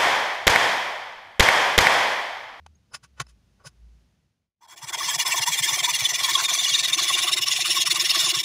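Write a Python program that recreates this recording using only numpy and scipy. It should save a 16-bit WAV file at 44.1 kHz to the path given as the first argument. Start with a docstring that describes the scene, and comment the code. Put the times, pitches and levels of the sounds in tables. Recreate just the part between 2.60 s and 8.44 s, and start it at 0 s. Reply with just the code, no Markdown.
"""Outdoors, close to a vise, over a faint low drone and quiet air: a hand spins and sets its sliding handle,
heard as bursts of coloured noise, ringing modes and low thuds; all that fades away.
Then a hacksaw fades in, racing through a clamped steel plate at about twenty strokes a second:
noisy tooth force rings the steel, gliding tones chirp when the teeth catch,
and short low pulses are the vise thumping where the saw turns round."""
import sys
import numpy as np
from scipy.fft import rfft, irfft, next_fast_len
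from scipy.io import wavfile
from scipy.ndimage import uniform_filter1d, map_coordinates

SR = 44100
rng = np.random.default_rng(int(sys.argv[2]) if len(sys.argv) > 2 else 0)


def unload_audio(sound):
    """Save the sound as a 16-bit wav file, at the path given as the first command line argument."""
    columns = np.transpose(np.atleast_2d(sound))
    # keep every value between -1 and 1, then stretch to whole-number steps
    steps = np.round(np.clip(columns, -1, 1) * 32767)
    wavfile.write(sys.argv[1], SR, steps.astype(np.int16))


N = 257544
TIME = np.arange(N) / SR


def amp(db):
    """Decibels to gain."""
    return 10 ** (np.asarray(db) / 20)


def unit(x):
    """Scales a sound to rms 1."""
    return x / np.sqrt(np.mean(x ** 2) + 1e-20)


def over_time(points):
    """Reads (time, value) points along the whole take."""
    return np.interp(TIME, *np.transpose(points))


def along(points, hz):
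    """Reads (Hz, value) points on a log frequency axis."""
    f, v = np.transpose(points)
    return np.interp(np.log(hz + 1), np.log(f + 1), v)


def wobble(rate):
    """A smooth random curve with this many knots a second."""
    knots = rng.standard_normal(int(N * rate / SR) + 4)
    return map_coordinates(knots, [TIME * rate])


def filtered(x, response):
    """Multiplies the spectrum of x by a response of frequency."""
    size = next_fast_len(len(x) + 4096)
    hz = np.fft.rfftfreq(size, 1 / SR)
    return irfft(rfft(x, size) * response(hz), size)[:len(x)]


def noise(response, size=N):
    """Coloured noise of rms 1."""
    return unit(filtered(rng.standard_normal(size), response))


def resonances(modes, hz):
    """Gain of a set of (Hz, half width Hz, dB) resonances with steep skirts."""
    power = 0
    for centre, width, db in modes:
        power = power + (amp(db) / (1 + ((hz - centre) / width) ** 2)) ** 2
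    return np.sqrt(power)


def add(track, s, sound):
    """Mixes a sound into the track, centred on time s."""
    index = round(s * SR) - len(sound) // 2 + np.arange(len(sound))
    inside = (index >= 0) & (index < N)
    track[index[inside]] += sound[inside]


def around(size):
    """A short time axis in seconds, centred on zero."""
    return (np.arange(size) - size // 2) / SR


def thud(t, hz, length):
    """A few cycles of the heavy vise rocking, under a bell-shaped swell."""
    swell = np.exp(-.5 * (t / length) ** 2)
    return np.sqrt(2) * swell * np.sin(2 * np.pi * (hz * t + rng.random()))


# the wavering low drone: start_s, pitch_hz, level_db
DRONE_PATH = [(0, 77.3, -54), (.11, 77.4, -55), (.25, 67.2, -76), (.45, 68, -66), (.62, 65, -54),
              (.75, 54.7, -56), (.82, 54.6, -70), (1.13, 56, -65.5), (1.24, 56.8, -47.5),
              (1.38, 56.7, -55.5), (1.5, 56.2, -72.5), (1.9, 57.7, -101)]
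# colour of the open air: freq_hz, level_db (relative)
AIR_COLOUR = [(25, -26.5), (70, -6.5), (130, -9.5), (205, -11), (260, -19), (420, -25), (1100, -31.5),
              (3000, -33), (6500, -36), (7800, -43.5), (9500, -42), (13000, -50)]
# loudness of the air at the microphone: start_s, level_db
AIR_LEVEL = [(0, -68), (1.4, -64), (1.65, -70.5), (1.85, -80), (1.95, -102), (2.05, -75.5), (2.4, -71)]


def outdoors():
    """The place itself: shaped noise for quiet air, and a sine of changing pitch and level for the drone."""
    s, hz, db = np.transpose(DRONE_PATH)
    phase = 2 * np.pi * np.cumsum(np.interp(TIME, s, hz)) / SR
    drone = np.sqrt(2) * amp(np.interp(TIME, s, db)) * np.sin(phase)
    air = noise(lambda hz: amp(along(AIR_COLOUR, hz)))
    return drone + air * amp(over_time(AIR_LEVEL))


# resonances of the vise body: pitch_hz, half_width_hz, level_db (relative)
VISE_MODES = [(1133, 15, -1), (1473, 48, -0.5), (1970, 56, -7.5), (2600, 49, -2), (3010, 70, -5),
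              (3500, 25, -12.5), (3970, 120, -15.5), (4720, 55, -8.5), (6270, 55, -7.5), (6960, 74, -14.5)]


def clank(t, t60):
    """The vise's modes ring on after a contact, at new strengths each time, falling 60 dB in t60 seconds."""
    age = np.maximum(t, 0)
    ring = np.zeros(len(t))
    for hz, _, db in VISE_MODES:
        strength = amp(db + rng.normal(0, 3))
        ring += strength * np.sin(2 * np.pi * (hz * age + rng.random()))
    onset = 1 - np.exp(-age / .001)
    return ring * onset * amp(-60 * age / t60)


# the handle slides and hits its stops:
# centre_s, level_db (before trims), rise_s, fall_s, brightness_db per octave, rod_ring_db, thud_db
HANDLE_MOVES = [(0.0644, -40, 0.0014, 0.0031, -3.5, -80, -62), (0.327, -53.5, 0.0096, 0.029, -12, -59, -80),
                (.348, -34, 0.0083, 0.013, 1, -39.5, -55), (.441, -48, 0.0077, 0.013, 1, -72, -56),
                (0.584, -53.5, 0.011, 0.035, -3, -82, -73.5), (.602, -23.5, 0.0027, 0.0084, -1, -47.5, -52),
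                (0.614, -30.5, 0.0017, 0.0063, -0.5, -47, -35), (.669, -56, .002, 0.0034, -3, -54, -85),
                (.695, -59, 0.012, 0.017, 3.5, -75, -72), (1.004, -59, 0.0083, 0.024, -9.5, -82.5, -77),
                (1.05, -50.5, 0.0072, 0.018, -12, -54, -60), (1.071, -42, 0.014, 0.012, 3, -46, -44.5)]
# broad colour of a scrape on the vise: freq_hz, level_db (relative)
VISE_COLOUR = [(130, -19), (310, -20.5), (450, -11), (800, -6), (1100, -0.5), (1900, -6.5), (3300, -10.5),
               (5000, -7.5), (7200, -9.5), (8100, -19), (9800, -10), (11000, -26.5), (15000, -30)]
# the handle rod's own ring: pitch_hz, half_width_hz, level_db (relative)
ROD_MODES = [(5140, 100, 6.5), (9960, 150, -6.5)]


def handle():
    """The rod scrapes through the spindle and knocks at its end, ringing itself and the vise."""
    track, t = np.zeros(N), around(size=8192)
    for s, db, rise, fall, tilt_db, ring_db, thud_db in HANDLE_MOVES:
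        swell = np.exp(-np.abs(np.where(t < 0, t / rise, t / fall)) ** 1.52)

        def colour(hz):
            octaves = np.log2(np.clip(hz, 500, 9000) / 3000)
            broad = amp(along(VISE_COLOUR, hz) + tilt_db * octaves)
            return broad * (1 + amp(7.5) * resonances(VISE_MODES, hz))

        scrape = amp(db - 0.5) * swell * noise(colour, size=len(t))
        rod_ring = amp(ring_db) * swell * noise(lambda hz: resonances(ROD_MODES, hz), size=len(t))
        knock = amp(db - 13) * clank(t + rise / 2, t60=.012 + 5 * fall)
        low_thud = amp(thud_db) * thud(t, hz=135, length=0.0072)
        add(track, s, scrape + rod_ring + knock + low_thud)
    squeak = amp(-61) * np.exp(-(t / 0.0046) ** 2) * np.sin(2 * np.pi * 6520 * t)
    add(track, .157, squeak)  # one tiny squeak
    return track


# runs of evenly spaced strokes, push and pull in turn: start_s, strokes (count), first_turn_dip_db,
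# later_turn_dip_db, plate_db (relative to the effort, before push/pull and scatter)
STROKE_RUNS = [(2.006, 1, -20, -19, 6.5), (2.072, 1, -49, -45, -5.5), (2.155, 3, -48, -12.5, -7),
               (2.319, 1, -27, -24, -11), (2.368, 4, -19.5, -5.5, -10.5), (2.576, 1, -28, -28, -19.5),
               (2.645, 3, -22, -6.5, -13.5), (2.805, 1, -16, -20, -10.5), (2.854, 3, -22.5, -7.5, -16.5),
               (3.018, 4, -19.5, -5.5, -17), (3.222, 4, -20, -13, -18.5), (3.431, 4, -9, -13.5, -17),
               (3.625, 5, -9, -6, -13), (3.875, 7, -22, -5.5, -17), (4.222, 3, -16.5, -14, -18.5),
               (4.366, 3, -15.5, -6, -16), (4.517, 4, -3.5, -7, -13), (4.71, 3, -17, -18.5, -23),
               (4.854, 4, -20.5, -8, -20), (5.039, 4, -14.5, -7, -20.5), (5.247, 3, -26, -15, -20.5),
               (5.387, 4, -10, -8, -19.5), (5.577, 3, -5, -3, -16.5), (5.73, 2, -15.5, -4, -22.5),
               (5.826, 1, -24, -21, -33)]
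LAST_STROKE_S = .05


def turns():
    """Every turn of the saw: its time, the rasp's dip there and the plate's level in the stroke that follows."""
    ends = [run[0] for run in STROKE_RUNS[1:]] + [STROKE_RUNS[-1][0] + LAST_STROKE_S]
    rows = []
    for (start, strokes, first_db, later_db, plate_db), end in zip(STROKE_RUNS, ends):
        for k, s in enumerate(np.linspace(start, end, strokes, endpoint=False)):
            rows.append((s, later_db if k else first_db, plate_db))
    rows.append((end, later_db, plate_db))
    return np.transpose(rows)


# how hard the saw is driven, the reference for rasp, plate, jolts and lesser chirps: start_s, level_db
EFFORT = [(2.02, -60), (2.12, -46), (2.22, -41.5), (2.35, -27), (2.6, -22), (3.6, -21.5), (4.5, -21.5),
          (4.8, -21), (5.3, -20), (5.84, -21)]
PUSH_DB, PULL_PLATE_DB = 0.36, 2.5  # the teeth cut on the push; the plate rings more on the pull
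RASP_SCATTER_DB, PLATE_SCATTER_DB = .5, 2.47  # from stroke to stroke
PUSH_CREST, PULL_CREST = .45, .47  # moment of full speed, as a share of the stroke


def stroke_motion(peakedness=2.1, usual_s=0.056):
    """Saw speed (0-1), rasp amplitude and plate level: each stroke speeds up and stops again."""
    start, dip_db, plate_db = turns()
    place = np.interp(TIME, start, np.arange(len(start)))
    k = np.minimum(place.astype(int), len(start) - 2)  # which stroke
    u = place % 1  # share of the stroke done
    push = np.where(k % 2, -1, 1)
    crest = np.where(push > 0, PUSH_CREST, PULL_CREST)
    speed = np.abs(np.sin(np.pi / 2 * np.where(u < crest, u / crest, (1 - u) / (1 - crest))))
    # long strokes hold their force
    bite = speed ** (peakedness * np.minimum(1, usual_s / np.diff(start)[k]) ** 2)
    bite = np.tanh(1.024 * bite) / np.tanh(1.15)  # the teeth can only dig in so far
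    effort = amp(over_time(EFFORT)) * np.clip((TIME - start[0]) / .005, 0, 1)
    rasp_luck, plate_luck = rng.standard_normal((len(start), 2))[k].T
    at_turn = amp(np.interp(TIME, start, dip_db))
    at_speed = amp(PUSH_DB * push + RASP_SCATTER_DB * rasp_luck)
    rasp = at_turn * (1 - bite) + at_speed * bite
    plate = amp(plate_db[k] - PULL_PLATE_DB * push + PLATE_SCATTER_DB * plate_luck)
    return speed, effort * rasp, effort * uniform_filter1d(plate, size=600)


def teeth(grit_db, grit_rate, snag_db, snag_rate):
    """Force of teeth tearing off chips: a gritty rush with single harder snags."""
    rush = unit(rng.standard_normal(N) * amp(grit_db * wobble(grit_rate)))
    snags = (rng.random(N) < snag_rate / SR) * rng.standard_normal(N)
    return rush + amp(snag_db) * unit(snags)


# how far the saw has sunk in: start_s, depth (0 shallow, 1 medium, 2 deep)
CUT_DEPTH = [(2.9, 0.15), (3.7, 0.63), (4.6, 1.7), (4.8, 2.43)]


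def steel(force, modes, bend, wander_db, drift):
    """The force rings the steel; modes bend in pitch and trade strength as contact moves and the cut deepens."""
    depth = over_time(CUT_DEPTH)
    shares = np.maximum(0, 1 - np.abs(depth - np.arange(3)[:, None]))  # of shallow, medium, deep
    size = next_fast_len(N + 4096)
    hz, spectrum = np.fft.rfftfreq(size, 1 / SR), rfft(force, size)
    sound, power = np.zeros(N), np.zeros(N)
    for centre, width, *db in modes:
        delay = rng.random() * 0.001194  # each mode is reached by its own path
        response = np.exp(-2j * np.pi * hz * delay) / (1 + 1j * (hz - centre) / width) ** 2
        analytic = np.fft.ifft(spectrum * response, size)[:N]  # one-sided, so its pitch can be shifted
        shift_hz = min(centre, 4000) * (bend + drift * wobble(40))
        ring = np.real(analytic * np.exp(2j * np.pi * np.cumsum(shift_hz) / SR))
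        gain = amp(db) @ shares
        sound += gain * amp(wander_db * wobble(45)) * unit(ring) * np.sqrt(width)
        power += gain ** 2 * width
    return sound / np.sqrt(power)


# the blade's singing pitch in a shallow, medium and deep cut: pitch_hz
WHISTLE_PITCH = [3416, 3570, 3563]


def whistle(speed, arch=.1, unsteady=.033, fitful_db=8.0, overtone_db=-6):
    """The blade sings fitfully while it runs fast; its pitch arches with the speed of each stroke."""
    hz = np.interp(over_time(CUT_DEPTH), np.arange(3), WHISTLE_PITCH)
    pitch = hz * (1 + arch * (speed - 1) + unsteady * wobble(28))
    phase = 2 * np.pi * np.cumsum(pitch) / SR + .17 * wobble(450)
    tone = np.sin(phase) + amp(overtone_db) * np.sin(2 * phase)
    return unit(tone * speed * amp(fitful_db * np.tanh(wobble(22))))


# resonances of plate, blade and frame: pitch_hz, half_width_hz,
# shallow_db, medium_db, deep_db (relative levels by depth of cut)
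STEEL_MODES = [(355.6, 22.3, -22, -17.5, -12.5), (715, 124, -19, -18.5, -19.5), (935, 67, -1, -41, -17),
               (1097, 62.4, -6.5, 1, -3), (1461, 210, -16.5, -14.5, -15), (1807, 44, -4.5, -9, -12.5),
               (2010, 100, -4, -6.5, -9), (2318, 105, -6, -4, -9), (2820, 250, -16, -11, -6),
               (2867, 44, -10, -8.5, -4.5), (3406, 58, -1.5, -0.5, -6), (3652, 233, -17.5, -2.0, -3.5),
               (4360, 340, -12, -7, -10), (5108, 58, -5, -6, -9), (5430, 232, -7.5, -10, -4),
               (6080, 250, -7.5, -1, -11.5), (6720, 350, -22, -11, -11.5), (7380, 126, -8.5, -14, -13.5),
               (7640, 174, -7, -10.5, -13.5), (8670, 350, -15.5, -16, -20.5), (9800, 700, -17, -15, -15),
               (10800, 170, -20.5, -19, -21.5), (11300, 4500, -24.5, -26.5, -26.5),
               (15100, 1800, -22.5, -24.5, -26.5)]


def saw():
    """The bright rasp and the plate's note follow the stroke; the lowest modes judder where the saw slows."""
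    speed, rasp, plate = stroke_motion()
    force = teeth(grit_db=1.5, grit_rate=900, snag_db=-13.5, snag_rate=220)
    jolts = teeth(grit_db=4.5, grit_rate=90, snag_db=-8, snag_rate=60)
    low_hz, high_hz = 850, 1600
    high_modes = [m for m in STEEL_MODES if m[0] > high_hz]
    note_modes = [m for m in STEEL_MODES if low_hz < m[0] <= high_hz]
    low_modes = [m for m in STEEL_MODES if m[0] <= low_hz]
    bend = .05 * (speed - .8)  # the teeth press harder at speed and stiffen the contact
    bright = steel(force, high_modes, bend, wander_db=3.0, drift=.014)
    note = steel(force, note_modes, bend, wander_db=3.0, drift=0.01475)
    judder = steel(jolts, low_modes, bend, wander_db=4.0, drift=0.0103)
    singing = amp(-11) * whistle(speed)

    def lately(level):  # mean over a few strokes
        return np.abs(uniform_filter1d(level, size=9000)) + 1e-9

    contact = (rasp / lately(rasp)) ** 0.65  # drops wherever the saw stops dead
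    slowing = 1 - 0.86 * speed ** 2
    sound = rasp * (amp(-0.57) * bright + singing)
    sound += amp(-2.0) * plate * contact * note
    sound += amp(-5.0) * lately(plate) * contact ** 0.63 * slowing * judder
    dips = [(8170, 170, -8.0), (525, 101, -5.0)]  # antiresonances: Hz, half width Hz, cancelled part dB

    def body(hz):
        low_cut = 1 / np.sqrt(1 + (290 / (hz + 1)) ** 14)
        return (1 - resonances(dips, hz)) * low_cut

    return filtered(sound, body)


# the hardest jolts of the vise on the ground: centre_s, level_db (before a common trim)
HARD_THUMPS = [(2.244, -42.5), (2.568, -43), (2.805, -38), (2.9, -42), (3.013, -37), (3.131, -38),
               (3.426, -35.5), (3.73, -43), (4.13, -43), (4.808, -45), (5.645, -42), (5.775, -39.5)]
# ordinary jolts at each turn, relative to the effort and before the same trim
ROCK_PUSH_DB, ROCK_PULL_DB, ROCK_SCATTER_DB, ROCK_LAG_S = -28.5, -39, 2, .002


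def rocking():
    """The vise thumps at each turn, most before a push, over a low unsteady shudder of filtered noise."""
    track, t = np.zeros(N), around(size=4096)
    jolts = []
    for k, s in enumerate(turns()[0]):
        effort_db = np.interp(s, *np.transpose(EFFORT))
        turn_db = ROCK_PULL_DB if k % 2 else ROCK_PUSH_DB
        jolts.append((s + ROCK_LAG_S, effort_db + turn_db + ROCK_SCATTER_DB * rng.standard_normal()))
    for s, db in HARD_THUMPS + jolts:
        hz = 142 * np.exp(0.067 * rng.standard_normal())
        add(track, s, thud(t, hz, length=0.0067) * amp(db - 3.0))
    shudder = noise(lambda hz: resonances([(129, 57, 0)], hz)) * amp(1.8 * wobble(35))
    fade_in = np.clip((TIME - 2.1) / 0.33, 0, 1)
    return track + shudder * amp(-61.5) * fade_in


def catches(blade_share=.15, plate_share=.5, blade_db=-1.0, plate_db=-11, blade_hz=2880, plate_hz=1175,
            detune=0.029, glide_hz=-3000, length_s=0.0051):
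    """Lesser chirps in mid-stroke, by chance: the blade catches on the push, the plate on the pull."""
    start = turns()[0]
    rows = []
    for k, (s, end) in enumerate(zip(start, start[1:])):
        chance, moment, pitch = rng.random(), rng.uniform(.3, .7), rng.standard_normal()
        on_push, on_pull = (blade_share, blade_db, blade_hz), (plate_share, plate_db, plate_hz)
        share, db, hz = on_pull if k % 2 else on_push
        if chance < share:
            level_db = db + np.interp(s, *np.transpose(EFFORT))
            rows.append((s + moment * (end - s), level_db, hz * (1 + detune * pitch), glide_hz, length_s))
    return rows


# the loudest stick-slip chirps of plate and blade:
# centre_s, level_db (before trim and tremor), pitch_hz, glide_hz per s, half_length_s
LOUD_CHIRPS = [(2.413, -24.5, 1117, -13000, .0046), (2.748, -25.5, 1057, 1000, 0.0054),
               (2.882, -22, 960, 7000, 0.0059), (3.248, -19, 3410, 0, 0.0058),
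               (3.285, -24, 980, 2000, 0.0072), (3.458, -15, 3480, -17000, 0.0064),
               (3.757, -11, 3370, -8000, 0.0025), (3.759, -22, 1104, -4000, .0071),
               (3.856, -21, 3660, -6000, 0.009), (4.051, -17, 3390, 13000, 0.0031),
               (4.067, -19.5, 2900, 4, 0.0047), (4.151, -15.5, 3730, -11000, 0.0071),
               (4.258, -19, 3780, -3000, .0052), (4.335, -14, 3650, 7000, .0032),
               (4.505, -23.5, 1108, -5000, 0.0064), (4.547, -19, 3594, -13000, .0084),
               (4.684, -20, 3570, -15000, .0042), (4.736, -20.5, 5390, -13000, 0.0062),
               (5.174, -22.5, 1085, -5000, 0.0058), (5.317, -21.5, 4300, 2000, 0.0053),
               (5.498, -18.5, 3700, 32000, 0.0032), (5.506, -15.5, 5220, 22000, 0.0046)]


def chirps(rough=0.13, overtone_db=-17, level_db=-1):
    """For a moment the teeth lock onto a mode, whose pitch glides with the blade."""
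    track, t = np.zeros(N), around(size=3072)
    flutter, tremor = wobble(430), wobble(300)
    for s, db, hz, glide, length in LOUD_CHIRPS + catches():
        span = np.arange(round(s * SR) - len(t), round(s * SR)) % N  # a stretch of the random curves
        phase = 2 * np.pi * (hz * t + glide * t ** 2 / 2) + rough * flutter[span]
        swell = amp(db + level_db + 0.46 * tremor[span]) * np.exp(-.5 * (t / length) ** 2)
        tone = np.sin(phase) + amp(overtone_db) * np.sin(2 * phase)
        add(track, s, np.sqrt(2) * swell * tone)
    return track


def scene():
    """Everything is close to the microphone and dry, on one channel."""
    mix = outdoors() + handle() + saw() + rocking() + chirps()
    return mix[None]


def record(dry):
    """The recorder rolls off steeply at its band limit."""
    top_hz, slope_hz = 15800, 350

    def roll_off(hz):
        return np.sin(np.pi / 2 * np.clip((top_hz - hz) / slope_hz, 0, 1)) ** 2

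    return np.array([filtered(channel, roll_off) for channel in dry])


dry = scene()
out = record(dry)
unload_audio(out)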